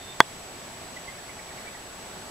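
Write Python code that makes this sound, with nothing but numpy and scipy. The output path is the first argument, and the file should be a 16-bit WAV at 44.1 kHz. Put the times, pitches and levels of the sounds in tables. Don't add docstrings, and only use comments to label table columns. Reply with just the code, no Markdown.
import sys
import numpy as np
from scipy import signal
from scipy.fft import rfft, irfft
from scipy.io import wavfile
from scipy.ndimage import uniform_filter1d

SR = 44100
rng = np.random.default_rng(int(sys.argv[2]) if len(sys.argv) > 2 else 0)


def makeup_ratio(level_db):
    decades = np.asarray(level_db, float) / 20
    return 10 ** decades


def bounce(signal):
    frames = np.transpose(np.atleast_2d(signal))
    limited = np.clip(frames, -1, 1)
    pcm = np.round(limited * 32767).astype(np.int16)
    wavfile.write(sys.argv[1], SR, pcm)


N = 101429

# (frequency [Hz], level [dB per Hz])
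WASH_COLOUR = [(15, -30), (30, -6.5), (120, -2.5), (500, -6), (1500, -7.5), (6000, -13), (11000, -16.5),
               (16000, -20)]
# (frequency [Hz], width [Hz], level over the wash [dB], left minus right [dB])
DRONES = [
    (196.6, 18.5, 5.5, 1),
    (395, 30, 5, -3),
    (675, 110, 6.5, -1.5),
    (873, 64, 4.5, 2.5),
    (1096, 38, 4.5, -0.5),
    (1150, 17, 1, -12.5),
]
# (frequency [Hz], correlation [-1 to 1])
LIKENESS = [(30, .92), (60, .96), (120, .92), (500, .76), (1000, .25), (1500, .35), (4000, .1),
            (15000, .12)]
# (time [s], level [dB])
WHISTLE_LEVEL = [
    (0, -56),
    (.01, -60),
    (.024, -49),
    (.07, -54),
    (.1, -46),
    (.134, -48),
    (.144, -60),
    (.178, -57),
    (.19, -66),
]
# (frequency [Hz], t60 [s], left [dB], right [dB], face pushing +1 or pulling -1)
BLOW_MODES = [(153, .0049, -6.3, -4.9, 1), (403, .003, -20, 16.3, 1), (551, .0087, 5.1, 15.4, -1),
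              (654, .0188, -7.4, .2, -1), (909, .0181, -.4, 5.6, 1), (998, .0179, .6, 5.6, 1),
              (1117, .0061, 21.4, 24.2, 1), (1569, .012, 10.3, 11.3, -1), (1712, .0125, 5.9, 7, -1),
              (2014, .0094, 8.3, 6.1, -1), (2564, .0085, -10.1, -.1, -1), (3381, .0182, 4.6, 8.2, -1),
              (3376, .0126, 7.6, 12.2, 1), (4545, .0043, 5.7, 13.9, 1)]
# (frequency [Hz], t60 [s], level [dB])
SHAFT_MODES = [
    (3401, .065, -26),
    (130, .06, -32),
]
# (frequency [Hz], level [dB])
TURF_COLOUR = [(60, 6), (300, -6), (1000, -8), (3000, -16), (8000, -16), (16000, -34)]
# (middle time [s], length [s], level [dB], pitch [Hz], slide [Hz])
CHIP_NOTES = [(.972, .016, -39, 2000, -120), (1.086, .021, -37.5, 2060, -60), (1.099, .009, -41, 2080, 0),
              (1.19, .02, -50, 1800, -80), (1.182, .015, -51, 2150, 0), (1.298, .025, -45, 2080, -200),
              (1.396, .014, -45, 1920, -150), (1.397, .014, -48, 2250, 100), (1.493, .016, -48, 2290, 0),
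              (1.514, .016, -51, 1850, -150), (1.592, .03, -49, 2050, -100), (1.666, .014, -49, 2020, 50),
              (1.68, .026, -43, 2300, 0), (1.756, .02, -45, 1920, 0), (1.3, .03, -50, 2250, 100),
              (1.585, .02, -51, 2280, 0)]

WASH_DB, WASH_PAN_DB, PATCH_DB, SWELL_DB = -41, -.2, .6, .3
WHINE_HZ, WHINE_DB, FLIPS_PER_S, FIRST_FLIP_S = 7867.13, -50, 29.97, .027
WHISTLE_HZ, WHISTLE_PAN_DB = 3592, -6
BLOW_S, CONTACT_S, SHAFT_WAKE_S = .203474, .00034, .003
TURF_DB, TURF_T60_S = -33, .03
ECHO_S, ECHO_DB, ECHO_HZ = .0128, -33, 1500
CHIP_PAN_DB, CHIP_LAG_S, CHIP_ROUGH = -4, .00007, .15
CHIP_ECHO_DB, CHIP_ECHO_T60_S = -12, .2
CHATTER_S, CHATTER_SPAN_S, CHATTER_DB = 1.65, .2, -52
CHATTER_HZ, CHATTER_WIDTH_HZ = 1900, 500
CEILING, KNEE = .99, 8
EDGE_HZ, SOFTEN = 15700, .19


def evened(x):
    return x / np.sqrt(np.mean(x ** 2) + 1e-20)


def read(points, hz):
    f, value = np.transpose(points)
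    return np.interp(np.log(hz + 1), np.log(f + 1), value)


def panned(x, pan_db):
    return x * makeup_ratio(np.array([[pan_db / 2], [-pan_db / 2]]))


def decay(t, t60):
    return np.minimum(60 * t / t60, 200)


def wash():
    frames, hz = N // 256 + 5, np.fft.rfftfreq(1024, 1 / SR)
    a, b, c, d, patches = rng.standard_normal((frames, 513, 5)).T
    patches = uniform_filter1d(patches, size=10, axis=0)
    patches = evened(uniform_filter1d(patches, size=12, axis=1))
    swell = evened(uniform_filter1d(rng.standard_normal(frames), size=40))
    colour_db, lean_db = read(WASH_COLOUR, hz), np.zeros(len(hz))
    for centre_hz, width_hz, db, pan_db in DRONES:
        hump = np.exp(-((hz - centre_hz) / width_hz) ** 2)
        colour_db = colour_db + db * hump
        lean_db = lean_db + pan_db * hump
    same = np.clip(read(LIKENESS, hz), -1, 1)[:, None]
    left = a + 1j * b
    right = same * left + np.sqrt(1 - same ** 2) * (c + 1j * d)
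    z = np.array([left, right])
    z *= makeup_ratio(np.array([lean_db, -lean_db])[:, :, None] / 2)
    z *= makeup_ratio(colour_db[:, None] + PATCH_DB * patches + SWELL_DB * swell)
    air = signal.istft(z, nperseg=1024, noverlap=768)[1][:, :N]
    return panned(makeup_ratio(WASH_DB) * evened(air), WASH_PAN_DB)


def whine():
    t = np.arange(N) / SR
    flip = np.sign(np.sin(np.pi * FLIPS_PER_S * (t - FIRST_FLIP_S)))
    tone = np.sqrt(2) * makeup_ratio(WHINE_DB) * flip * np.sin(2 * np.pi * WHINE_HZ * t)
    return panned(tone, .8)


def whistle():
    t = np.arange(N) / SR
    s, db = np.transpose(WHISTLE_LEVEL)
    level = makeup_ratio(np.interp(t, s, db, right=-120))
    return panned(np.sqrt(2) * level * np.sin(2 * np.pi * WHISTLE_HZ * t), WHISTLE_PAN_DB)


def blow():
    t = np.maximum(np.arange(N) / SR - BLOW_S, 0)
    knock = np.zeros((2, N))
    for hz, t60, left_db, right_db, face in BLOW_MODES:
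        level = makeup_ratio(np.array([[left_db], [right_db]]) - decay(t, t60))
        knock += face * level * np.sin(2 * np.pi * hz * t)
    knock *= 1 - np.exp(-(t / CONTACT_S) ** 2)
    late = 1 - np.exp(-(t / SHAFT_WAKE_S) ** 2)
    shaft = np.zeros(N)
    for hz, t60, db in SHAFT_MODES:
        shaft += makeup_ratio(db - decay(t, t60)) * np.sin(2 * np.pi * hz * t)
    near, side = rng.standard_normal((2, N))
    noise = np.array([near + 0.46 * side, near - 0.35 * side])
    colour = makeup_ratio(read(TURF_COLOUR, np.fft.rfftfreq(N, 1 / SR)))
    turf = evened(irfft(rfft(noise) * colour, N)) * makeup_ratio(TURF_DB - decay(t, TURF_T60_S))
    return knock + late * (panned(-shaft, -2.6) + turf)


def slap(x):
    dull = signal.lfilter(*signal.butter(2, ECHO_HZ, fs=SR), np.tanh(x / 2))
    return makeup_ratio(ECHO_DB) * np.roll(dull, round(ECHO_S * SR), axis=1)


def chips():
    t = np.arange(N) / SR - np.array([[CHIP_LAG_S], [0]])
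    notes = np.zeros((2, N))
    hoarse = 1 + CHIP_ROUGH * evened(uniform_filter1d(rng.standard_normal(N), size=150))
    for middle, length, db, hz, slide_hz in CHIP_NOTES:
        u = np.clip((t - middle) / length, -.5, .5)
        envelope = np.sqrt(abs(np.cos(np.pi * u))) * (abs(u) < .5)
        cycles = length * (hz * u + slide_hz * u ** 2 / 2)
        notes += np.sqrt(2) * makeup_ratio(db) * envelope * np.sin(2 * np.pi * cycles)
    fade = makeup_ratio(-60 * np.arange(SR // 2) / SR / CHIP_ECHO_T60_S)
    trees = rng.standard_normal((2, SR // 2)) * fade
    wet = signal.fftconvolve(notes, trees / np.linalg.norm(trees[0]), axes=1)[:, :N]
    return panned(notes * hoarse, CHIP_PAN_DB) + makeup_ratio(CHIP_ECHO_DB) * wet


def chatter():
    t, hz = np.arange(N) / SR, np.fft.rfftfreq(N, 1 / SR)
    band = np.exp(-((hz - CHATTER_HZ) / CHATTER_WIDTH_HZ) ** 2)
    blur = irfft(rfft(rng.standard_normal((2, N))) * band, N)
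    throb = np.clip(1 + 0.38 * evened(uniform_filter1d(rng.standard_normal(N), size=600)), 0, None)
    rise_and_fall = np.exp(-((t - CHATTER_S) / CHATTER_SPAN_S) ** 2)
    return makeup_ratio(CHATTER_DB) * evened(blur) * throb * rise_and_fall


def scene():
    background = wash() + whine() + whistle()
    knock = blow()
    return background + knock + slap(knock) + chips() + chatter()


def roll_off(x):
    return signal.sosfilt(signal.butter(12, 16160, fs=SR, output="sos"), x)


def record(dry):
    clipped = CEILING * dry / (1 + abs(dry) ** KNEE) ** (1 / KNEE)
    taps = np.convolve(signal.firwin(255, EDGE_HZ, fs=SR), [SOFTEN, 1 - 2 * SOFTEN, SOFTEN])
    mix = signal.oaconvolve(clipped, taps[None], "same")
    return roll_off(mix)


dry = scene()
out = record(dry)
bounce(out)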